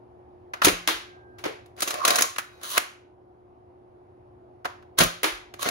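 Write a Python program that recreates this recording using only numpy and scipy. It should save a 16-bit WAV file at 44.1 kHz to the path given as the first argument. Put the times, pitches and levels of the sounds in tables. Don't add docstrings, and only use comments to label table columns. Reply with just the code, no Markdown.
import sys
import numpy as np
from scipy import signal
from scipy.fft import rfft, irfft, next_fast_len
from scipy.io import wavfile
from scipy.ndimage import uniform_filter1d, map_coordinates

SR = 44100
rng = np.random.default_rng(int(sys.argv[2]) if len(sys.argv) > 2 else 0)


def to_wav(s):
    ch = np.atleast_2d(s).T
    pcm = np.round(np.clip(ch, -1, 1) * 32767)
    wavfile.write(sys.argv[1], SR, pcm.astype(np.int16))


N = 251370

# f/Hz, width/Hz, relative level/dB
SHELL = [(45, 120, 5.5), (83.4, 36, 9), (174, 45, 14.5), (331, 130, 15), (489, 110, 1), (607, 94, 12),
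         (725, 56, 15), (970, 170, 7.5), (1363, 550, 14), (2250, 870, 6), (2460, 280, 0), (3040, 660, -1.5),
         (3885, 700, -1), (4700, 300, -27.5), (6350, 350, -3.5), (6670, 1500, 1), (8300, 5100, 5.5),
         (9700, 9000, 0.5), (12700, 3500, -4), (14940, 5700, -22)]
# f/Hz, width/Hz, relative level/dB
PANEL = [(175, 38, -12), (322.1, 21, 17.5), (425, 110, 8.5), (625, 220, 3), (1128, 980, 12),
         (1560, 1300, 7), (2194, 380, 5), (3443, 1000, 3.5), (7000, 3616, 0), (9920, 2500, 5),
         (14500, 3000, -1)]
BLASTER_RISE_S, BLASTER_WET_DB = .0015, -9.0


def amp(db):
    return 10 ** (np.asarray(db) / 20)


def unit(x):
    return x / np.sqrt(np.mean(x ** 2) + 1e-20)


def along(points, hz):
    f, v = np.transpose(points)
    return np.interp(np.log(hz + 1), np.log(f + 1), v)


def filtered(x, response):
    m = next_fast_len(x.shape[-1] + 8192)
    spectrum = rfft(x, m) * response(np.fft.rfftfreq(m, 1 / SR))
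    return irfft(spectrum, m)[..., :x.shape[-1]]


def wander(count, position):
    return map_coordinates(rng.standard_normal(count), [position])


def through(x, modes, bands_db, scatter_db):
    bands_hz = [180, 420, 1050, 2300, 4600, 9500]
    hz, width, db = np.transpose(modes)[:, :, None]
    uneven_db = scatter_db * rng.standard_normal(hz.shape)
    drive = amp(db + along(list(zip(bands_hz, bands_db)), hz) + uneven_db)
    m = next_fast_len(x.shape[1] + 512)
    f = np.fft.rfftfreq(m, 1 / SR)
    mode_power = (drive * f * width) ** 2 / ((hz * hz - f * f) ** 2 + (f * width) ** 2)
    power = np.sum(mode_power, axis=0)
    cepstrum = irfft(np.log(power + 1e-12) / 2, m)
    cepstrum[1:m // 2] *= 2
    cepstrum[m // 2 + 1:] = 0
    return irfft(rfft(x, m) * np.exp(rfft(cepstrum)), m)[:, :x.shape[1]]


def add(out, s, direct, toward_walls, wet_db):
    # f/Hz, t60/s
    room = [(100, 0.04), (500, 0.32), (2000, 0.41), (6000, 0.35), (14000, 0.24)]
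    hz, t, z = signal.stft(rng.standard_normal((2, 16000)), SR, nperseg=256)
    decay = amp(-60 * t / along(room, hz)[:, None])
    tail = signal.istft(z * decay, SR, nperseg=256)[1]
    tail = np.pad(tail / np.linalg.norm(tail[0]), ((0, 0), (130, 0)))
    heard = amp(wet_db) * signal.fftconvolve(toward_walls[None], tail, axes=1)
    heard[:, :direct.shape[-1]] += direct
    part = out[:, round(s * SR):][:, :heard.shape[1]]
    part += heard[:, :part.shape[1]]


def appliance():
    # f/Hz, relative level/dB
    hum = [(118.4, -67.5), (360.7, -56.5)]
    # f/Hz, relative density/dB per Hz
    fan = [(20, -57.5), (45, -22.5), (88, -7.5), (170, -21.5), (256, -15.5), (363, -11.5), (430, -15.5),
           (560, -17), (730, -11.5), (1000, -22), (1400, -32), (2500, -43.5), (6500, -58), (10500, -55.5),
           (16000, -74.5)]
    # t/s, relative level/dB
    course = [(0, -54.5), (1.3, -53.5), (2.5, -56.5), (3.2, -57.5), (4.0, -56), (5.7, -54.5)]
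    t = np.arange(N) / SR
    z = signal.stft(rng.standard_normal((2, N)), nperseg=512)[2]
    patches = uniform_filter1d(rng.standard_normal(z.shape[1:]), 4, axis=0)
    patches = uniform_filter1d(patches, 12, axis=1)
    air = signal.istft(z * amp(1.1 * unit(patches)), nperseg=512)[1][:, :N]
    air = unit(filtered(air, lambda hz: amp(along(fan, hz))))
    tones = np.zeros(N)
    for hz, db in hum:
        level = amp(db + 0.83 * wander(int(N * 10 / SR) + 4, t * 10))
        phase = 2 * np.pi * hz * t + .3 * wander(int(N * 14 / SR) + 4, t * 14)
        tones += np.sqrt(2) * level * np.sin(phase)
    level_db = np.interp(t, *np.transpose(course))
    return amp(level_db) * (amp(4.5) * air + amp(57.5) * tones)


def rumble():
    # top t/s, level/dB
    swells = [(.675, -42.5), (.95, -51.5), (2.2, -66.5), (2.79, -64.5), (5.0, -50.5), (5.33, -49.5),
              (5.7, -64)]
    calm_db, wander_db = -81, 6
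    rise_60db_s, fall_60db_s = .12, .4
    t = np.arange(N) / SR
    spectrum = [(12, -31), (25, -1), (50, -0.5), (80, -24), (300, -84)]  # f/Hz, relative level/dB
    deep = unit(filtered(rng.standard_normal(N), lambda hz: amp(along(spectrum, hz))))
    level = amp(calm_db + wander_db * wander(40, t * 5))
    for s, db in swells:
        level += amp(db - 60 * np.maximum((t - s) / fall_60db_s, (s - t) / rise_60db_s))
    return level * deep


def blows(table, drive_db, rise_s, modes, wet_db):
    weight_share = [.6, 1.2, 0.24, .4, -0.25, -0.25]
    out, t = np.zeros((2, N)), np.arange(3500) / SR
    for s, db, weight_db, t60 in table:
        shape = amp(db - 60 * t / t60) * (1 - np.exp(-t / rise_s)) ** 2
        chatter = shape * rng.standard_normal((2, len(t)))
        whole = np.linalg.norm(shape) * (np.arange(len(t)) == np.argmax(shape))
        bands_db = drive_db + weight_db * np.array(weight_share)
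        rung = through(np.vstack([chatter, whole]), modes, bands_db, scatter_db=2.5)
        add(out, s, rung[:2], rung[2], wet_db)
    return out


def trigger():
    clicks = [(.534, -24.5, 4, .04), (.6165, -7, -8, 0.046), (4.645, -29, 5.5, .05),
              (4.6515, -16.5, 0.5, .04), (4.823, -48, -1.5, 0.032)]
    drive_db = [-25.5, -6, 14.5, -7.5, -5.5, -36]
    return blows(clicks, drive_db, .0025, SHELL, BLASTER_WET_DB)


def slides(strokes):
    # f/Hz, width/Hz, relative level/dB
    tube_mode = [(1125, 190, 0)]
    hiss_share, body_share = -.4, .42
    flat_db = np.zeros(6)
    out = np.zeros((2, N))
    for rows in strokes:
        s, db, weight_db, tube_db = np.transpose(rows)
        t = np.arange(s[0], s[-1], 1 / SR)
        edge = np.clip(np.minimum(t - s[0], s[-1] - t + 0.0011) / 0.0095, 0, 1)
        size = amp(3 * wander(len(t) // 64 + 4, np.arange(len(t)) / 64))
        slips = edge * amp(np.interp(t, s, db)) * unit(size * rng.standard_normal((2, len(t))))

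        def ring(level_db, modes):
            driven = slips * amp(np.interp(t, s, level_db))
            return through(driven, modes, flat_db, scatter_db=0.64)

        sound = ring(weight_db + 12, SHELL[4:7])
        sound += ring(body_share * weight_db + 7.5, SHELL[8:11])
        sound += ring(np.full(len(s), 14.5), SHELL[11:15])
        sound += ring(hiss_share * weight_db - 5, SHELL[15:])
        column = through(slips * amp(np.interp(t, s, tube_db)), tube_mode, flat_db, scatter_db=0)
        sound += through(column, tube_mode, flat_db, scatter_db=0)
        add(out, s[0], sound, sound[0], wet_db=-5.5)
    return out


def flights():
    # start t/s, drive/dB
    shots = [(.625, -20.5), (4.972, -20)]
    rise_s, hold_s, fall_s = .02, 0.013, .05
    rise_db, fall_db = 22, 12.5
    light_db, heavy_db, tube_db = -10.5, 3, 17.5
    strokes = []
    for s, db in shots:
        top = s + rise_s
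        home = top + hold_s
        strokes.append([(s, db - rise_db, light_db, tube_db), (top, db, light_db, tube_db),
                        (home, db, light_db, tube_db), (home + fall_s, db - fall_db, heavy_db, tube_db)])
    return slides(strokes)


def plunger():
    slams = [(.6459, 9.5, -8.5, .033), (.6524, 9.5, -8.5, .03), (.6664, -1, 14, .049),
             (.6804, -2.5, 6.5, .063), (4.9865, 8, -8, .025), (5.0044, 4, 2, .057),
             (5.0104, -3.5, 7, 0.077), (5.0224, -2.5, -3, .03), (5.0338, 1.5, -7.5, .03)]
    drive_db = [-12, -7, -14, -4, 1, -11.5]
    return blows(slams, drive_db, BLASTER_RISE_S, SHELL, BLASTER_WET_DB)


def pops():
    # t/s, level/dB, time constant/s
    pushes = [(0.65, -24, .0015), (0.669, -11.5, .0008), (0.679, -19, .0007), (2.782, -31.5, 0.0018),
              (5.008, -13, 0.0015)]
    out, t = np.zeros((2, N)), np.arange(2000) / SR
    for s, db, length_s in pushes:
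        u = t / length_s
        push = amp(db) * u * (2 - u) * np.exp(-u)
        add(out, s, push, push, wet_db=-7)
    return out


def spring():
    # t/s, f/Hz, level/dB, t60/s
    twangs = [(.668, 1588, -49, 6), (.668, 1240, -47, 1.6), (2.779, 1485, -51, 1.1),
              (2.383, 1485, -52, 1.2), (2.383, 2510, -58, 1.2), (2.383, 3900, -58, 1.2),
              (.669, 175, -31, .55), (5.012, 171, -29, .4)]
    out, t = np.zeros((2, N)), np.arange(round(.74 * SR)) / SR
    damping = np.clip((t[-1] - t) / .03, 0, 1)
    for s, hz, db, t60 in twangs:
        ring = amp(db - 60 * t / t60) * damping * np.sin(2 * np.pi * hz * t)
        add(out, s, ring, ring, wet_db=-3)
    return out


def darts():
    slaps = [(.8743, 1.5, -2.5, .026), (.885, -3, 5, .026), (5.231, -2.5, 0.5, .03),
             (5.2415, -2.5, 3.5, .04)]
    drive_db = [-9, -8, -10, -4, 0, -11.5]
    return blows(slaps, drive_db, .0008, PANEL, wet_db=0.0)


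def falling_dart():
    falls = [(1.383, -37.5, -15.5, 0.11), (1.4384, -22, 0, 0.046), (1.452, -27.5, 8.5, .05),
             (1.4605, -26.5, 4.5, .03), (1.476, -30, -1.5, .05)]
    drive_db = [-22, 14, -3.5, 6.5, -6, -17.5]
    return blows(falls, drive_db, .0012, PANEL, wet_db=-2)


def pump_knocks():
    knocks = [(1.6586, -37.5, 1.5, .03), (1.7639, -35, 7.5, .023), (1.7858, -28, 8.5, .023),
              (1.8045, -7, -9.5, .02), (1.8197, -6.5, -9.5, .053), (1.8253, -7, 1, .048),
              (1.8736, -12.5, -1, 0.11), (1.9041, -7.5, -4, .049), (1.9395, -9.5, 3, .03),
              (1.9624, -26, -3, .021), (2.0497, 5, -7, .03), (2.0767, 4, -5, 0.044),
              (2.1036, 9.5, -4, .023), (2.1555, 2, -11.5, .045), (2.1839, 1, -3.5, .047),
              (2.2076, 3, 0, .03), (2.2205, 7.5, -15, 0.026), (2.613, -31.5, 10, .019),
              (2.631, -19, -9, 0.042), (5.5383, -19.5, 10.5, .023), (5.5932, -30, 8, .03),
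              (5.6104, -18, -2, 0.023), (5.6204, -11, -2, .03), (5.6271, -6.5, -2, .03),
              (5.658, -20, 19.5, .08), (5.6864, 0, 2.5, 0.022)]
    drive_db = [-32, -7.5, -14, -8.5, 1.5, -11]
    return blows(knocks, drive_db, BLASTER_RISE_S, SHELL, BLASTER_WET_DB)


def pump_scrapes():
    # t/s, scrape drive/dB, weight/dB, air column over scrape/dB
    strokes = [
        [(1.77, -60.5, 10.5, 27.5), (1.81, -44, -4, 19.5), (1.9, -48, 3, 32), (1.99, -49.5, 12, 33),
         (2.012, -54, 10, 54.5), (2.032, -48, 3.5, 45), (2.042, -42, 7, 50), (2.052, -33.5, 2, 34),
         (2.07, -29, 2.5, 30.5), (2.12, -32, 4.5, 26.5), (2.2, -35.5, 2, 16), (2.25, -38, 3.5, 34),
         (2.29, -84.5, -4.5, 16.5)],
        [(2.5, -69, -6, 27), (2.6, -71, 4, 26), (2.64, -41.5, -11.5, 11), (2.685, -39.5, -20, 11),
         (2.705, -36.5, -27.5, 19.5), (2.76, -33.5, -12.5, 21), (2.78, -35, 3, 29)],
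        [(5.585, -55, 2, 35.5), (5.61, -43.5, -24, 25), (5.63, -36.5, -14, 25), (5.66, -38, 8, 17.5),
         (5.7, -37.5, 0, 31.5)],
    ]
    return slides(strokes)


def end_stops():
    stops = [(2.3612, -24.5, 6, .03), (2.3825, -16, -5, .06), (2.770, -14, -1, .04), (2.7772, 1.5, 1, .025),
             (2.8005, -22, 0.5, 0.036)]
    drive_db = [-27, -9, -2, 3, -2, -8.5]
    return blows(stops, drive_db, .0008, SHELL, wet_db=-11)


def scene():
    blaster = trigger() + flights() + plunger() + pops() + spring()
    pump = pump_knocks() + pump_scrapes() + end_stops()
    return appliance() + rumble() + blaster + darts() + falling_dart() + pump


def record(dry):
    # f/Hz, level/dB
    narrow = [(30, -15), (90, -9), (400, -8), (750, -5), (1100, -2), (5400, -2), (6500, -6), (7300, -7),
              (8300, -18), (9600, -8), (10700, -18), (12100, -8), (13400, -20), (14800, -6), (15500, -10)]
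    # f/Hz, lead/rad
    lead_table = [(0, 0), (350, -.7), (650, -2.3), (1600, -3), (2400, -5.5), (3400, -9), (4700, -13.4),
                  (6550, -11.3), (8200, -9.42), (8700, -9.1), (10700, -6.3), (11400, -6.1), (12800, -3.5),
                  (14100, -2.8), (15500, -.2)]
    top_hz = 16900
    common = dry.mean(axis=0)
    apart = filtered((dry[0] - dry[1]) / 2, lambda hz: amp(along(narrow, hz)))
    lead_hz, lead_rad = np.transpose(lead_table)

    def turn(hz):
        return np.exp(.5j * np.outer([1, -1], np.interp(hz, lead_hz, lead_rad)))

    ports = filtered(np.array([common + apart, common - apart]), turn)
    keep = np.exp(-1 / (.06 * SR))
    power = signal.lfilter([1 - keep], [1, -keep], np.mean(ports ** 2, axis=0))
    level_db = 10 * np.log10(power + 1e-12)
    ports = ports * amp(-.15 * np.maximum(level_db + 35.0, 0))
    ports = ports / (1 + np.abs(ports / .97) ** 6) ** (1 / 6)
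    band = [(15, -23.5), (36, 0), (15700, -4.0), (16000, -26.0), (16800, -28.0)]  # f/Hz, gain/dB
    return filtered(ports, lambda hz: amp(along(band, hz)) * (hz < top_hz))


dry = scene()
out = record(dry)
to_wav(out)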